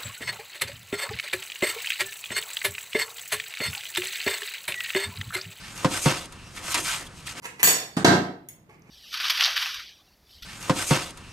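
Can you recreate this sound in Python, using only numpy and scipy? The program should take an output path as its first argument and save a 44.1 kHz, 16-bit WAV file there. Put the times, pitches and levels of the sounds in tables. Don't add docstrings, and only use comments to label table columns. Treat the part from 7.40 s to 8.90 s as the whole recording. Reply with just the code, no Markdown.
import sys
import numpy as np
from scipy import signal
from scipy.fft import rfft, irfft, next_fast_len
from scipy.io import wavfile
from scipy.ndimage import uniform_filter1d

SR = 44100
rng = np.random.default_rng(int(sys.argv[2]) if len(sys.argv) > 2 else 0)


def ratio(d):
    e = np.asarray(d, float) / 20
    return 10 ** e


def unload_wav(signal):
    wavfile.write(
        sys.argv[1],
        SR,
        np.round(np.clip(np.atleast_2d(signal).T, -1, 1) * 32767).astype(np.int16),
    )


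N = 66150
T = np.arange(N) / SR

# [t/s, level/dB before gain control, rattle/dB,
# swing/Hz (sign: push or pull first), room/dB]
BLOWS = [
    (0.567, -17, -3, -210, -1.4),
    (.6447, 2.5, -2.5, 295.5, -0.63),
    (1.493, -40.5, -17.5, 225.5, -2),
]
# [t/s, depth/dB, recovery/s]
DUCKS = [
    (.221, 3.5, 0.14),
    (0.638, 8.5, 0.11),
]
BOOM_HZ = [78, 98, 127, 156, 186, 215, 253, 282, 311, 336, 380, 434]
BOOM_LEVELS = [-22.5, -11, -3.5, -3.5, 0.5, -9.5, -6.5, -12.5, -5, -7.5, -18, -9]
# [f/Hz, density/dB]
SLIDE_TONE = [(88, -30), (150, -12), (457, -7), (675, -16), (941, -2.5), (2060, -15.5), (3770, -17),
              (8560, -11), (16000, -25)]
# [f/Hz, width/Hz, level/dB]
RUBBED = [(430, 150, -2.5), (933, 14, 5), (990, 30, 0.5), (2036, 260, 16), (2500, 220, 8.5)]
FLUTTER_DB = 4


def unit(x):
    return x / np.sqrt(np.mean(x ** 2) + 1e-20)


def along(points, hz):
    f, v = np.transpose(points)
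    return np.interp(np.log(hz + 1), np.log(f + 1), v)


def filtered(x, response):
    m = next_fast_len(x.shape[-1] + 8192)
    return irfft(rfft(x, m) * response(np.fft.rfftfreq(m, 1 / SR)), m)[..., :x.shape[-1]]


def noise(spectrum, size=N):
    return unit(filtered(rng.standard_normal(size), lambda hz: ratio(along(spectrum, hz))))


def resonances(peaks, f):
    return sum(ratio(db) * 1j * f * width / (hz * hz - f * f + 1j * f * width) for hz, width, db in peaks)


def pair(two):
    # [f/Hz, correlation]
    likeness = [(30, 0.74), (100, .97), (300, 0.89), (600, 0.68), (1200, -0.15), (5000, 0.053)]

    def mid_and_side(hz):
        angle = np.arccos(np.clip(along(likeness, hz), -1, 1)) / 2
        return np.array([np.cos(angle), np.sin(angle)])

    mid, side = filtered(two, mid_and_side)
    return np.array([mid + side, mid - side])


def ring(modes, t, scatter_db, flutter_db=0):
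    hz, db, t60 = np.transpose(modes)[:, :, None]
    chance = rng.standard_normal((2, len(modes), 1))
    knot_s = .012
    knots = rng.standard_normal((len(modes), int(t[-1] / knot_s) + 2))
    flutter = np.array([np.interp(t / knot_s, np.arange(len(row)), row) for row in knots])
    level_db = db + scatter_db * chance[0] + flutter_db * flutter - 60 * t / t60
    phase = 2 * chance[1] + flutter_db / 8 * flutter[::-1]
    return np.sum(ratio(level_db) * np.sin(2 * np.pi * hz * t + phase), axis=0)


def add(track, s, sound):
    part = track[round(s * SR):][:len(sound)]
    part += sound[:len(part)]


def kitchen(x, wet_db):
    # [f/Hz, t60/s]
    room_t60 = [(100, 0.49), (400, 0.55), (1500, 0.47), (5000, 0.38), (14000, 0.22)]
    lag_s, wall_s, low_cut_hz = 0.0001774, 0.0044, 95
    hz, t, z = signal.stft(rng.standard_normal((2, SR)), SR, nperseg=256)
    dying = z * ratio(-60 * t / along(room_t60, hz)[:, None])
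    tail = pair(signal.istft(dying, SR, nperseg=256)[1])
    tail = np.pad(tail / np.linalg.norm(tail[0]), ((0, 0), (round(wall_s * SR), 0)))
    x = filtered(x, lambda f: (1j * f / (low_cut_hz + 1j * f)) ** 3)
    direct = filtered(x, lambda f: np.exp(1j * np.pi * lag_s * np.outer([-1, 1], f)))
    return direct + ratio(wet_db) * signal.fftconvolve(x[None], tail, axes=1)[:, :N]


def air():
    # [f/Hz, density/dB]
    air_tone = [(15, -50.5), (25, -21), (58, -11.5), (134, -5.5), (489, -18), (1260, -26.5), (1400, -26),
                (6560, -46), (16000, -42)]
    waves = [(hz, 12, db) for hz, db in zip(BOOM_HZ, BOOM_LEVELS)]
    tone = pair(np.array([noise(air_tone), noise(air_tone)]))
    return ratio(-55.5) * unit(filtered(tone, lambda f: 1 + 0.51 * resonances(waves, f)))


def friction(stroke, tone, peaks, peaks_db):
    s, db = np.transpose(stroke)
    grit = .35
    grains = rng.standard_normal(N) * np.exp(grit * unit(uniform_filter1d(rng.standard_normal(N), size=60)))
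    body = lambda f: ratio(along(tone, f)) * (1 + ratio(peaks_db) * resonances(peaks, f))
    return ratio(np.interp(T, s, db, left=-120, right=-120)) * unit(filtered(grains, body))


def slide_in():
    # [t/s, friction/dB]
    slide_stroke = [(0.02, -56), (0.026, -46), (0.058, -32), (0.072, -54), (0.175, -62)]
    return friction(slide_stroke, SLIDE_TONE, RUBBED, peaks_db=-3)


def lift():
    # [t/s, friction/dB]
    lift_stroke = [(0.175, -59), (.19, -51.5), (.196, -38), (0.206, -34), (0.223, -41.5), (0.228, -28)]
    return friction(lift_stroke, SLIDE_TONE, RUBBED, peaks_db=2)


def standing_waves(s, db):
    boom, t = np.zeros((2, N)), T[:SR * 3 // 4]
    modes = [(hz, level_db, 0.47) for hz, level_db in zip(BOOM_HZ, BOOM_LEVELS)]
    for row, row_db in zip(boom, [0, -16.5]):
        waves = ring(modes, t, scatter_db=3)
        add(row, s, ratio(db + row_db) * (1 - np.exp(-t / 0.011)) * waves)
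    return boom[0] + np.outer([1, -1], boom[1])


def clashes():
    # [t/s, level/dB before gain control, brightness/dB per octave, crack/dB]
    clash_events = [
        (.230, -8, 6.5, -0.5),
        (.240, -17, -6, -7.5),
        (.273, -13, -0.5, -1),
        (.2765, -16, -13, 2),
        (.287, -19.5, -2, -2),
        (0.567, -34, -6, 7),
        (.648, -26.5, -7.5, -9),
    ]
    rod_hz = [3552, 4516, 5055, 5577, 6590, 6730, 6889, 7796, 7893, 7969, 9021, 9087, 10373, 11740]
    rod_top_hz = [11350, 12543, 13150, 13390, 13859, 14745, 15234]
    rod_db = [-19.5, -18.5, -22.5, -18, -8, -9, -14.5, -8, -7, -12, -3.5, -10.5, -16, -6, -21.5, -11.5, -14,
              -11.5, -21, -9, -17]
    rod_t60 = [0.27, 0.44, 0.38, 0.35, 0.16, 0.35, 0.17, .2, 0.32, 0.16, 0.13, .18, 0.32, 0.098, 0.38, 0.18,
               0.11, 0.18, 0.2, 0.15, 0.17]
    # [f/Hz, density/dB]
    crack_tone = [(60, -43), (150, -5.5), (440, -2.5), (700, -8), (2110, -1), (3760, -9.5), (5950, -14),
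                  (7950, -3), (14200, -23), (16000, -41.5)]
    # [f/Hz, density/dB]
    wash_tone = [(2500, -30.5), (4000, -4), (8000, -9.5), (9300, -2.5), (9700, -25), (10200, -5.5),
                 (12000, -5.5), (15000, -13), (15600, -44.5)]

    out, t = np.zeros(N), T[:SR * 3 // 8]
    modes = np.transpose([np.concatenate([rod_hz, rod_top_hz]), rod_db, rod_t60])
    neighbours = np.tile(modes * [1, 1, 0.58] + [0, -3.5, 0], (3, 1))
    neighbours[:, 0] *= 1 + 0.011 * rng.standard_normal(len(neighbours))
    neighbours[:, 1] -= 3.5 * (neighbours[:, 0] < 6000)
    for s, db, tilt, crack_db in clash_events:
        landed = s > .5
        bundle = np.vstack([modes, neighbours])
        bundle[:, 2] *= .4 if landed else 1
        bundle[:, 1] += tilt * np.log2(bundle[:, 0] / 7000)
        wash_t60 = 0.37 * (.2 if landed else 1)
        crack = ratio(11.5 + crack_db - 60 * t / 0.022) * noise(crack_tone, size=len(t))
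        wash = ratio(-10 - 60 * t / wash_t60) * noise(wash_tone, size=len(t))
        struck = ring(bundle, t, scatter_db=5, flutter_db=FLUTTER_DB) + crack + wash
        add(out, s, ratio(db - 10) * struck * (1 - np.exp(-t / 0.000054)))
    first_s, first_db = clash_events[0][:2]
    return kitchen(out, wet_db=2) + standing_waves(first_s, first_db - 23)


def jolt():
    # [t/s, level/dB, f/Hz]
    jolt_event = (.232, -34, 68)
    s, db, hz = jolt_event
    out, t = np.zeros(N), T[:SR // 2]
    hump = np.sin(np.pi * np.clip(t / 0.023, 0, 1)) ** 2
    add(out, s, ratio(db) * np.sin(2 * np.pi * hz * t) * hump)
    return out


def clear_rods():
    # [f/Hz, level/dB, t60/s]
    free_rod = [(3580, -7.5, .6), (4516, 4.5, 0.63), (6731, 3, 0.26), (8020, -1.5, 0.38), (9510, 3.5, 0.27),
                (10373, -6.5, .45), (11900, 2.5, .15), (12543, -3, .5), (13300, 2.5, .12),
                (13859, -6.5, .4), (14745, -1.5, .4), (15234, 1, 0.29)]
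    # [t/s, level/dB]
    free_struck = (.234, -26.5)
    # [f/Hz, level/dB, t60/s]
    landed_rod = [(10290, -3.5, 0.34), (11400, 0.5, 0.39), (12150, -2.5, 0.25), (13000, 0.5, 0.26),
                  (14700, 0.5, .08)]
    # [t/s, level/dB before gain control]
    landed_struck = (.650, -39)
    out, t = np.zeros((2, N)), T[:SR * 3 // 8]
    for modes, (s, db) in [(free_rod, free_struck), (landed_rod, landed_struck)]:
        for row in out:
            rod = ring(modes, t, scatter_db=3, flutter_db=1.5)
            add(row, s, ratio(db) * (1 - np.exp(-t / .004)) * rod)
    return out


def swing_of(swing_hz, t):
    cycles = 2.5
    hump = np.sin(np.pi * np.clip(t * abs(swing_hz) / cycles, 0, 1)) ** 2
    return -hump * np.sin(2 * np.pi * swing_hz * t)


def blows():
    # [f/Hz, density/dB]
    rattle_tone = [(180, -40), (300, -12.5), (713, -7.5), (1100, -10.5), (1530, -11), (2840, -18.5),
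                   (4000, -13.5), (9400, -24.5), (10000, -38), (13000, -57), (16000, -86.5)]
    tray_hz = [555, 610, 675, 739, 835, 900, 968, 1100, 1152, 1292, 1501, 1578, 1846, 2137]
    tray_levels = [-14.5, -16.5, 3.5, 5, -3.5, -6, -6.5, -12, -9.5, -3.5, 2, 0, -4, -5]
    # [f/Hz, density/dB]
    clatter_tone = [(300, -16.5), (500, -3), (800, -1.5), (1300, -5), (1600, -1), (1850, -2), (2000, -15),
                    (9500, -28), (10000, -55.5)]

    out, t = np.zeros((2, N)), T[:SR // 2]
    tray_modes = [(hz, db, 0.16) for hz, db in zip(tray_hz, tray_levels)]
    rise = 1 - np.exp(-(t / 0.0024) ** 2)
    hardest = max(row[1] for row in BLOWS)
    for s, db, rattle_db, swing_hz, wet_db in BLOWS:
        soft = db < hardest
        body, snap, clatter = np.zeros(N), np.zeros(N), np.zeros((2, N))

        tray = ring(tray_modes, t, scatter_db=1, flutter_db=FLUTTER_DB)
        rattle = ratio(-60 * t / 0.059) * noise(rattle_tone, size=len(t)) + ratio(-19) * tray
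        if soft:
            rattle = filtered(rattle, lambda f: 1 / (1 + 1j * f / 3300))
        add(body, s, ratio(db) * (swing_of(swing_hz, t) + ratio(rattle_db) * rise * rattle))

        snap_db = db + rattle_db - 8 - 11 * soft
        add(snap, s, ratio(snap_db - 60 * t / 0.03) * rise * rng.standard_normal(len(t)))

        clatter_db = db + rattle_db - 10 + 1.5 * soft
        for row in clatter:
            add(row, s, ratio(clatter_db - 60 * t / 0.39) * rise * noise(clatter_tone, size=len(t)))

        out += kitchen(snap, wet_db=-22) + pair(clatter) + kitchen(body, wet_db)
        out += standing_waves(s, db - 15.5 + 5 * soft)
    return out


def near_swings():
    near_swing_db = [-15, -11, -48]
    out = np.zeros(N)
    for (s, _, _, swing_hz, _), near_db in zip(BLOWS, near_swing_db):
        ducked_db = sum(depth for at, depth, _ in DUCKS if 0 < s - at < .01)
        add(out, s, ratio(near_db + ducked_db) * swing_of(swing_hz, T[:SR // 10]))
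    return out


def lone_tick():
    # [t/s, level/dB]
    tick_event = (1.087, -34.5)
    lone_low_hz = [2000, 2150, 2650, 2950, 3330, 3540, 4470, 4900, 5250, 5560]
    lone_hz = [6660, 7820, 9040, 10430, 11780, 12440, 13310, 14900, 15530, 15740]
    lone_db = [-9, -10.5, -17, -17, -20, -13, -26.5, -23, -33, -14, 3.5, -6.5, 2.5, 1.5, -7, -5, 6, 3, -1,
               -8]
    lone_t60 = [0.038, 0.06, 0.045, .04, 0.058, .05, .2, .02, 0.024, .05, .03, 0.04, 0.029, 0.05, 0.021,
                .04, 0.019, 0.021, 0.057, .04]
    out, t = np.zeros(N), T[:SR // 4]
    s, db = tick_event
    modes = np.transpose([np.concatenate([lone_low_hz, lone_hz]), lone_db, lone_t60])
    rod = ring(modes, t, scatter_db=-0.5) * (1 + 0.5 * np.exp(-t / 0.0038))
    contact = 0.64 * ratio(-60 * t / 0.034) * rng.standard_normal(len(t))
    add(out, s, ratio(db - 6) * (1 - np.exp(-t / 0.00054)) * (rod + contact))
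    return out


def shuffle():
    # [t/s, friction/dB]
    shuffle_stroke = [(1.27, -82), (1.288, -81), (1.294, -54), (1.34, -58.5), (1.364, -63.5), (1.376, -85),
                      (1.432, -64), (1.436, -65), (1.5, -54)]
    # [f/Hz, density/dB]
    shuffle_tone = [(240, -24), (400, -4), (921, -12), (1160, -10.5), (1630, -8.5), (2300, -8.5),
                    (3580, -21), (6150, -16.5), (16000, -28.5)]
    # [f/Hz, width/Hz, level/dB]
    scraped = [(380, 79, 0.5), (850, 110, -3), (1120, 77, -1), (1720, 60, -11), (2130, 140, -6.5),
               (2345, 100, -9.5)]
    return friction(shuffle_stroke, shuffle_tone, scraped, peaks_db=14)


def specks():
    # [t/s, level/dB, f/Hz]
    speck_events = [
        (1.395, -56, 13400),
        (1.421, -53, 6370),
    ]
    out, t = np.zeros(N), T[:SR // 4]
    width = 0.32
    for s, db, hz in speck_events:
        low_hz, high_hz = hz * (1 - width), hz * (1 + width)
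        burst = noise([(low_hz * .8, -40), (low_hz, -6), (hz, 0), (high_hz, -20)], size=len(t))
        add(out, s, ratio(db - 60 * t / 0.0125) * burst)
    return out


def scene():
    loud_sounds = clashes() + blows() + jolt() + near_swings()
    handling = slide_in() + shuffle() + lift() + lone_tick()
    clicks = specks()
    small_sounds = kitchen(handling, wet_db=-2) + kitchen(clicks, wet_db=-14)
    return loud_sounds + small_sounds + air() + clear_rods()


def band_limit(x):
    return signal.sosfilt(signal.butter(12, 16540, fs=SR, output="sos"), x)


def record(dry):
    colour_hz = [9100, 9700, 10200, 15000, 15450, 16500]
    colour_db = [-1, -4.5, -4, 0.5, -18, -30.5]
    # [f/Hz, level/dB]
    port_lean = [(200, -1.1), (700, 0), (1500, -2.5), (3000, -6.5), (6000, -5), (10000, 4)]
    overshoot_db = [11, 15]
    overshoot_s = [.003, .006]

    colour = np.transpose([colour_hz, colour_db])
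    ports = filtered(dry, lambda hz: ratio(along(colour, hz) + np.outer([.5, -.5], along(port_lean, hz))))
    duck_db = 6 * np.clip(1 - T / 0.056, 0, 1)
    for (s, db, back), over_db, over_s in zip(DUCKS, overshoot_db, overshoot_s):
        since = T - s
        climb = db * np.clip(1 - since / back, 0, 1)
        overshoot = over_db * np.clip(1 - (since / over_s) ** 2, 0, 1)
        duck_db = duck_db + np.clip(since / .0012, 0, 1) * (climb + overshoot)
    held = ports * ratio(-duck_db)
    ceiling = .95
    held = held / (1 + np.abs(held / ceiling) ** 6) ** (1 / 6)
    return band_limit(held)


dry = scene()
out = record(dry)
unload_wav(out)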